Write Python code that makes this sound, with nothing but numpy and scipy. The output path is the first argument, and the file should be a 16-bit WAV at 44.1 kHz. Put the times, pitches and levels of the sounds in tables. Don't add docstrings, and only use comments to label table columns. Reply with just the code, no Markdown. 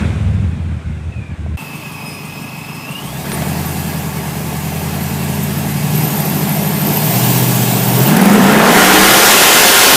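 import sys
import numpy as np
from scipy import signal
from scipy.io import wavfile
from scipy.ndimage import uniform_filter1d

SR = 44100
rng = np.random.default_rng(int(sys.argv[2]) if len(sys.argv) > 2 else 0)


def file_out(sig):
    cols = np.atleast_2d(sig).T
    lim = np.clip(cols, -1, 1)
    pcm = np.round(lim * 32767).astype(np.int16)
    wavfile.write(sys.argv[1], SR, pcm)


N = 439236

# t/s, engine cycles per second/Hz
COAST_SPEED = [(0, 16.2), (.1, 15.2), (.2, 12.9), (.44, 12.4), (.6, 10.4), (.9, 9.4), (1.572, 10.1)]
# t/s, level/dB
COAST_EXHAUST = [(0, -13.5), (.22, -11.5), (.49, -13.5), (.52, -18.5), (.9, -17), (1.4, -21.5),
                 (1.55, -17.5), (1.572, -16)]
# t/s, depth/dB, sinking time/s
LULLS = [(.204, 5, .15), (.832, 18, 0.062), (1.04, 7.5, .17), (1.14, 17, 0.041), (1.272, 15, 0.063),
         (1.362, 32, 0.019)]
CATCH_S = 0.025
# f/Hz, width/Hz, level/dB
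PIPE_NEAR = [(76.3, 24, 4), (112, 48, -4.5), (163, 66, -3), (222, 27, -12.5), (348, 79, -25.5)]
# f/Hz, relative level/dB
YARD_COLOUR = [(150, -39), (250, -12.5), (284, -10), (380, -18), (1230, -26), (1460, -24.5), (1900, -27),
               (2460, -26), (4000, -44.5), (5200, -75), (8800, -120)]
YARD_TREBLE_COLOUR = [(2060, -26), (3500, -4), (4520, -12.5), (8010, -13.5), (9360, -15), (10900, -26.5),
                      (13900, -31), (15500, -32)]
YARD_DB, TREBLE_DB, AFTER_REV_DB, SETTLE_S = -39, -52.5, 14.5, 0.37
# t/s, f/Hz, level/dB
FALLING_WHINE = [(.2, 2900, -57), (.6, 2420, -55), (1, 2020, -55), (1.3, 1700, -54), (1.55, 1480, -57)]
# pitch ratio/1, relative level/dB
WHINE_PARTS = [(1, 0), (.7, 0), (1.33, -6)]
# t/s, f/Hz, level/dB
SQUEAK = [(1.1, 2700, -48), (1.19, 2470, -40), (1.38, 2340, -48)]
# t/s, level/dB, f/Hz
KNOCK = (1.463, -21, 650)

CYLINDERS_DB = [1.5, -12, -28, -3.5, -22.5, -6.5, 1, -8.5]
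# delay/ms, level/dB
WALLS = [(21, -9), (47, -9)]

# t/s, engine cycles per second/Hz
DRIVEWAY_SPEED = [(1.57, 6.2), (2.2, 5.92), (2.5, 6.12), (2.85, 6.12), (3.0, 6.85), (3.33, 9.9),
                  (3.62, 10.62), (4.35, 9.95), (5.0, 10.73), (5.6, 11.0), (5.87, 11.4), (6.18, 12.95),
                  (6.45, 12.78), (6.85, 12.82), (7.18, 15.2), (7.36, 15.6), (7.85, 14.9), (8.02, 15.8),
                  (8.25, 23.5), (8.85, 37.8), (9.1, 39.9), (9.7, 49.0), (9.96, 50.84)]
# t/s, effort/dB, hiss level/dB
EFFORT = [(1.57, -35, -37.5), (2.75, -34, -37.5), (3.15, -32, -32), (3.35, -25.5, -28), (3.75, -27.5, -27),
          (4.1, -28, -29.5), (4.65, -28, -28.5), (5.4, -26.5, -26.5), (5.8, -26.5, -26.5),
          (5.98, -23.5, -23), (6.74, -23, -23.5), (7.23, -19.5, -17.5), (7.55, -20.5, -18.5),
          (7.9, -20, -19.5), (8.09, -16, -18), (8.17, -13.5, -22), (8.38, -12.5, -20.5), (8.62, -10.5, -20),
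          (8.78, -9.5, -13), (9.3, -12.5, -8.5), (9.96, -13, -8.5)]
# t/s, share/1
SLIP = [(8, 0.018), (8.5, 0.4), (8.9, 0.64)]
# f/Hz, level above the effort/dB
TONE_PATH = [(48, -35), (62, -6), (76, -11), (84, -0.5), (97, -6), (103, -22), (122, 3.5), (160, 0),
             (172, -9), (207, 3), (245, -23), (265, -29), (310, -5), (345, -20), (395, -19), (430, -46),
             (520, -31), (620, -62), (800, -32)]
OCTAVE_DB = -2
# engine cycles per second/Hz, level above the effort/dB
LOPE_BY_SPEED = [(6, 4), (10, 5), (10.6, 6.5), (11.6, 10), (12.9, 5.5), (15, 3), (28, 2), (38, -7),
                 (43, -17.5), (51, -21)]
# f/Hz, width/Hz, level/dB
PIPE_FAR = [(91.4, 13, -14), (131.4, 20.5, -3), (156, 19.4, 4.5), (171.4, 62, -5), (209.2, 31, -1),
            (283, 29, -18.5)]
PIPE_REVVED = [(141, 43, -25), (205, 52, -3), (223, 62, -11)]
PIPE_UPPER = [(313.6, 42, -8), (412.5, 44, 0.5), (532, 103, -2.5), (743, 157, 3), (905, 240, -2),
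              (1073, 170, -2.5)]
# f/Hz, relative level/dB
ROAR_IDLE = [(140, -45), (240, 1), (280, 10.5), (318, -8.5), (417, -0.5), (509, -16), (557, -6), (961, -5),
             (1120, -5), (1400, -10), (1820, -42), (3080, -120)]
ROAR_LOADED = [(140, -5), (240, -0.5), (300, -2.5), (339, -4.5), (408, 0), (502, -13.5), (669, -4),
               (764, -5), (1030, -11), (1110, -14), (1230, -24), (1400, -17), (1820, -32), (3080, -120)]
ROAR_REVVED = [(15, -54), (25, -1), (118, -35), (137, -31), (192, -26), (278, -8), (423, -2), (613, -7),
               (726, -10), (1160, -5), (1400, -3), (1820, -9), (3080, -120)]
# f/Hz, relative level/dB
CLATTER_IDLE = [(710, -42), (1200, -20), (1800, -11), (2540, -7), (3480, -14), (5060, -27), (5500, -16),
                (7150, -40), (12100, -120)]
CLATTER_LOADED = [(710, -22), (1200, 2), (1510, -0.5), (1670, 5), (1860, 3.5), (2640, 0.5), (4030, -17),
                  (5500, -28), (7150, -31), (12100, -120)]
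TYRES = [(710, -31), (1200, -23), (1430, -31), (1550, 4), (1980, 3.5), (2680, -5), (3060, 0.5), (5500, -26),
         (7150, -96), (12100, -120)]
CLATTER_BASE_DB, CLATTER_FOLLOWS, TYRES_DB = -15, 0.66, 20
# f/Hz, relative level/dB
HISS = [(2650, -1.5), (4500, -4.5), (6080, -4), (7880, -2.5), (10400, -4), (13200, -0.5), (14800, -4),
        (15500, -3)]
TYRE_HISS = [(2650, -1.5), (4500, -3.5), (13500, -10.5), (14700, -12), (15500, -28)]
# f/Hz, width/Hz, level against the clatter/dB
CASTINGS = [(886, 64, -8), (1138, 16, -11.5), (1654, 47, -12), (2052, 20, -13), (2244, 23, -13.5),
            (2528, 39, -13), (2733, 21, -12.5), (3197, 42, -20), (4390, 29, -18), (4820, 23, -17),
            (4990, 49, -17)]
# f/Hz, width/Hz, level against the clatter/dB
HOWL = [(728, 76, -12.5), (1060, 58, -9), (1414, 59, -5), (1843, 15, -15), (2077, 28, -9.5)]
# t/s, level/dB
RASPS = [(3.254, -27), (3.318, -19), (3.342, -24), (3.375, -26), (3.42, -21)]
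# t/s, level/dB
BELT = [(1.57, -35), (2.76, -36), (2.98, -31), (3.06, -42), (3.2, -41), (3.27, -49), (3.6, -48), (3.9, -54)]
BELT_RATIO = 424
# t of peak/s, f/Hz, level/dB, rise/s, fall/s
THIN_WHISTLES = [(2.146, 5080, -36, .33, .13), (2.374, 5130, -38, .1, .08), (2.55, 5100, -49, .7, .6),
                 (2.718, 5120, -38, .16, 0.26), (2.078, 9200, -40, .05, 0.2),
                 (2.252, 9150, -43, .02, 0.089), (3.32, 9280, -28.5, .015, 0.1), (3.46, 9250, -39, .06, .3)]
# t/s, f/Hz, level/dB
LOWER_SQUEAL = [(3.5, 11800, -50), (4.6, 11750, -47), (5.2, 11700, -52), (5.8, 11850, -45),
                (6.3, 12100, -46), (6.9, 12300, -48)]
# t/s, level/dB
CHIRPS = [(3.5647, -37), (3.654, -28), (3.7133, -33), (3.7897, -32), (3.8879, -35), (3.9857, -36),
          (4.7879, -35), (4.9391, -34), (5.0239, -31), (5.0832, -34), (5.1431, -35), (5.3406, -32),
          (5.426, -26), (5.5192, -30), (5.5726, -28), (5.6928, -30), (5.9044, -33)]
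# t/s, f/Hz, level/dB
HIGH_SQUEAL = [(5.92, 13000, -39), (5.96, 13020, -27), (6.7, 13080, -29), (6.9, 13150, -25),
               (7.08, 13300, -27), (7.25, 13500, -36)]
# t/s, f/Hz, level/dB
CLUSTER = [(6.9, 13400, -40), (7.05, 14100, -31), (7.3, 14500, -30), (7.6, 14400, -33), (7.9, 14500, -31),
           (8.07, 14400, -28.5), (8.14, 14300, -40)]
# pitch ratio/1, width/Hz, relative level/dB
CLUSTER_PARTS = [(1, 140, 0), (.965, 160, -2), (.93, 200, -4), (1.043, 120, -4), (1, 1300, 4)]
# t/s, level/dB
SPITS = [(8.165, -14.5), (8.2126, -17), (8.253, -16.5), (8.2954, -20), (8.3328, -20), (8.437, -19),
         (8.52, -20)]
SHELF_HZ, EDGE_HZ = 15300, 15682


def gain_of(db):
    return 10 ** (np.asarray(db) / 20)


def evened(x):
    return x / np.sqrt(np.mean(x ** 2) + 1e-20)


def read(points, hz):
    f, value = np.transpose(points)
    octaves_below = np.maximum(np.log2(f[0] / (hz + 1)), 0)
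    return np.interp(np.log(hz + 1), np.log(f + 1), value) - 24 * octaves_below


def columns(rows):
    s, *rest = np.transpose(rows)
    at = np.arange(round(s[0] * SR), min(round(s[-1] * SR), N))
    return at[0], [np.interp(at / SR, s, c) for c in rest]


def add(mix, start, sound):
    mix[start:start + len(sound)] += sound


def high_passed(x, hz):
    return signal.sosfilt(signal.butter(4 if hz < 100 else 2, hz, "high", fs=SR, output="sos"), x)


def resonate(x, hz, width):
    turn = np.exp(2j * np.pi * np.cumsum(hz * np.ones(len(x))) / SR)
    r = np.exp(-np.pi * width / SR)
    return 2 * (turn * signal.lfilter([1 - r], [1, -r], x / turn)).real


def steady(x, size):
    power = uniform_filter1d(uniform_filter1d(x ** 2, size), size)
    return x / np.sqrt(power + 1e-14)


def firings(cycle_hz, rough_db, mean_kept):
    count = np.floor(8 * np.cumsum(cycle_hz) / SR).astype(int)
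    cylinders = gain_of(CYLINDERS_DB)
    chance = gain_of(rough_db * rng.standard_normal(4000)[count])
    strength = cylinders[count % 8] * chance - (1 - mean_kept) * cylinders.mean()
    return strength * (np.diff(count, prepend=0) > 0)


def echoed(x):
    echoes = sum(gain_of(db) * np.pad(x, (round(ms * SR / 1000), 0))[:len(x)] for ms, db in WALLS)
    return high_passed(x + echoes, 62.)


def pipe(clicks, modes):
    out = 0
    for k, (hz, width, db) in enumerate(modes):
        ring = resonate(resonate(clicks, hz, width), hz, 0.88 * width)
        out = out + (-1) ** k * gain_of(db) * ring / np.sqrt(width)
    return out


def noise(size, colour, late_colour, share, patchy_db):
    frames, hz = size // 256 + 5, np.fft.rfftfreq(1024, 1 / SR)
    a, b, patches = rng.standard_normal((frames, 513, 3)).T
    patches = evened(uniform_filter1d(uniform_filter1d(patches, size=7, axis=0), size=12, axis=1))
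    share = np.clip(share[np.minimum(np.arange(frames) * 256, size - 1)], 0, 1)
    early, late = (evened(gain_of(read(c, hz)))[:, None] ** 2 for c in (colour, late_colour))
    blend = np.sqrt((1 - share) * early + share * late)
    spectra = (a + 1j * b) * blend * gain_of(patchy_db * patches)
    return evened(signal.istft(spectra, nperseg=1024, noverlap=768)[1][:size])


def puffs(clicks, ms, depth):
    pole = [1, -np.exp(-1000 / (ms * SR))]
    swell = signal.lfilter([1 + pole[1]], pole, abs(clicks))
    return steady(1 + depth * signal.lfilter([1], pole, swell), size=4000)


def whistle(hz, db, width):
    tone = resonate(resonate(rng.standard_normal(len(hz)), hz, width), hz, width)
    return gain_of(db) * evened(tone) * signal.windows.tukey(len(hz), min(1, 500 / len(hz)))


def knock(level_db, hz):
    t = np.arange(1500) / SR
    tones = np.sin(2 * np.pi * hz * t) + 0.46 * np.sin(2 * np.pi * 440.0 * t)
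    return gain_of(level_db - 60 * t / 0.019) * tones


def tailpipe():
    (at, (cycle_hz,)), (exhaust_db,) = columns(COAST_SPEED), columns(COAST_EXHAUST)[1]
    t = np.arange(len(cycle_hz)) / SR
    for s, depth_db, sink_s in LULLS:
        dip = np.interp(t, [s - sink_s, s, s + CATCH_S], [0, 1, 0]) ** 0.79
        exhaust_db = exhaust_db - depth_db * dip
    settling_db = AFTER_REV_DB * np.exp(-t / SETTLE_S)
    yard_db, treble_db = YARD_DB + settling_db, TREBLE_DB + 0.95 * settling_db

    clicks, unchanging = firings(cycle_hz, 4.9, 0.65), 0 * cycle_hz
    gas_flow = .35 * rng.standard_normal(len(clicks))
    turbulent = evened(echoed(clicks)) + gas_flow
    out = gain_of(exhaust_db) * steady(pipe(turbulent, PIPE_NEAR), size=1200)
    yard = noise(len(out), YARD_COLOUR, YARD_COLOUR, unchanging, 1)
    out += gain_of(yard_db) * yard * puffs(clicks, 5, .4)
    treble = noise(len(out), YARD_TREBLE_COLOUR, YARD_TREBLE_COLOUR, unchanging, 1)
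    out += gain_of(treble_db) * treble

    start, (hz, db) = columns(FALLING_WHINE)
    add(out, start, sum(whistle(ratio * hz, db + part_db, 30.) for ratio, part_db in WHINE_PARTS))
    start, (hz, db) = columns(SQUEAK)
    add(out, start, whistle(hz, db, 99.0))
    s, db, hz = KNOCK
    add(out, round(s * SR), knock(db, hz))
    return at, out * signal.windows.tukey(2 * len(out), .012)[len(out):]


def rasp(level_db):
    burst = evened(resonate(rng.standard_normal(900), 1000., 1700.0))
    return gain_of(level_db - 60 * np.arange(900) / SR / 0.05) * burst


def valve_tick(turns):
    once_a_cycle = np.diff(np.floor(turns / 8 + .88), prepend=0) > 0
    bright = evened(resonate(rng.standard_normal(len(turns)), 8700., 900.))
    return puffs(1. * once_a_cycle, 8.9, 30.0) * bright


def engine():
    (at, (effort_db, hiss_db)), (cycle_hz,) = columns(EFFORT), columns(DRIVEWAY_SPEED)[1]
    size, turns = len(cycle_hz), 8 * np.cumsum(cycle_hz) / SR
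    tone_db, octave_db = (effort_db + read(TONE_PATH, k * cycle_hz) for k in (8, 16))
    lope_db = effort_db + read(LOPE_BY_SPEED, cycle_hz)
    slip = np.interp((at + np.arange(size)) / SR, *np.transpose(SLIP))
    clatter_db = CLATTER_BASE_DB + CLATTER_FOLLOWS * effort_db + TYRES_DB * slip ** 1.51

    clicks = firings(cycle_hz, .4 + 50. / cycle_hz ** 2 + 1.5 * slip, .15)
    heard, revved = echoed(clicks), np.clip((cycle_hz - 15.5) / 4, 0, 1)
    lope = (1 - revved) * evened(pipe(heard, PIPE_FAR)) + revved * evened(pipe(heard, PIPE_REVVED))
    tones = gain_of(tone_db) * np.sin(2 * np.pi * turns)
    tones += gain_of(octave_db + OCTAVE_DB) * np.sin(4 * np.pi * turns)
    out = np.sqrt(2) * tones + gain_of(lope_db) * steady(lope, size=6000)

    idle = np.arange(size) < np.argmax(cycle_hz > 8)
    roar = np.where(idle, noise(size, ROAR_IDLE, ROAR_IDLE, slip, 1.1),
                    noise(size, ROAR_LOADED, ROAR_REVVED, slip, 1.6))
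    clatter = np.where(idle, noise(size, CLATTER_IDLE, CLATTER_IDLE, slip, 1.3),
                       noise(size, CLATTER_LOADED, TYRES, slip, 1.6))
    bark = steady(pipe(high_passed(heard, 170.), PIPE_UPPER), size=6000)
    out += gain_of(effort_db - 10 + 8 * slip) * bark
    out += gain_of(effort_db + 0.5 - 2.6 * slip) * roar * puffs(clicks, 5.6, 0.14)
    out += gain_of(clatter_db - 1.25) * clatter * puffs(clicks, 4.2, 0.35)
    out += gain_of(hiss_db) * noise(size, HISS, TYRE_HISS, slip, 1.34) * puffs(clicks, 9.0, 1.0)

    one = np.ones(size)
    ringing = sum(whistle(hz * one, db, width) for hz, width, db in CASTINGS)
    out += gain_of(clatter_db - 20.0 * slip) * ringing
    howl = sum(whistle(hz * one, db, width) for hz, width, db in HOWL)
    out += slip * gain_of(clatter_db) * howl
    out += whistle(60. * one, -53. + 3. * slip, 53.0)
    for s, db in RASPS:
        add(out, round(s * SR) - at, rasp(db))
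    out += gain_of(hiss_db - 9.8 - 7 * ~idle - 20 * slip) * valve_tick(turns)
    return at, out * np.minimum(np.arange(size) / (0.0023 * SR), 1)


def thin_whistles():
    out = np.zeros(N)
    at, (db,) = columns(BELT)
    hz = BELT_RATIO * columns(DRIVEWAY_SPEED)[1][0][:len(db)]
    add(out, at, whistle(hz, db, 130.0))
    for s, hz, db, rise_s, fall_s in THIN_WHISTLES:
        at, (level_db,) = columns([(s - rise_s, db - 20), (s, db), (s + fall_s, db - 19)])
        add(out, at, whistle(hz + 0 * level_db, level_db, 40.0))
    return out


def sputter(size):
    return evened(uniform_filter1d(uniform_filter1d(rng.standard_normal(size), size=400), size=400))


def squeal():
    out, one = np.zeros(N), np.ones(1800)
    at, (hz, db) = columns(LOWER_SQUEAL)
    add(out, at, gain_of(3.0 * sputter(len(hz))) * whistle(hz, db, 220.))
    for s, db in CHIRPS:
        add(out, round(s * SR) - 300, np.hanning(1800) * whistle(13000. 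* one, db, 320.))
    at, (hz, db) = columns(HIGH_SQUEAL)
    add(out, at, gain_of(3.3 * sputter(len(hz))) * whistle(hz, db, 300.))
    at, (hz, db) = columns(CLUSTER)
    for ratio, width, part_db in CLUSTER_PARTS:
        add(out, at, gain_of(2.5 * sputter(len(hz))) * whistle(ratio * hz, db + part_db, width))
    return out


def spits():
    out = np.zeros(N)
    for s, db in SPITS:
        bright = evened(resonate(rng.standard_normal(800), 12500., 6400.0))
        add(out, round(s * SR) - 200, gain_of(db) * np.hanning(800) * bright)
    return out


def scene():
    mix = np.zeros(N)
    add(mix, *tailpipe())
    add(mix, *engine())
    mix += thin_whistles() + squeal() + spits()
    return np.array([mix, mix])


def record(dry):
    clipped = np.clip(dry, -.93, .93)
    shelf = signal.firwin(2047, SHELF_HZ, window=("kaiser", 7), fs=SR)
    low = signal.oaconvolve(clipped, shelf[None], "same")
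    shelved = low + gain_of(-16.) * (clipped - low)
    edge = signal.firwin(2047, EDGE_HZ, window=("kaiser", 9), fs=SR)
    return signal.oaconvolve(shelved, edge[None], "same")


dry = scene()
out = record(dry)
file_out(out)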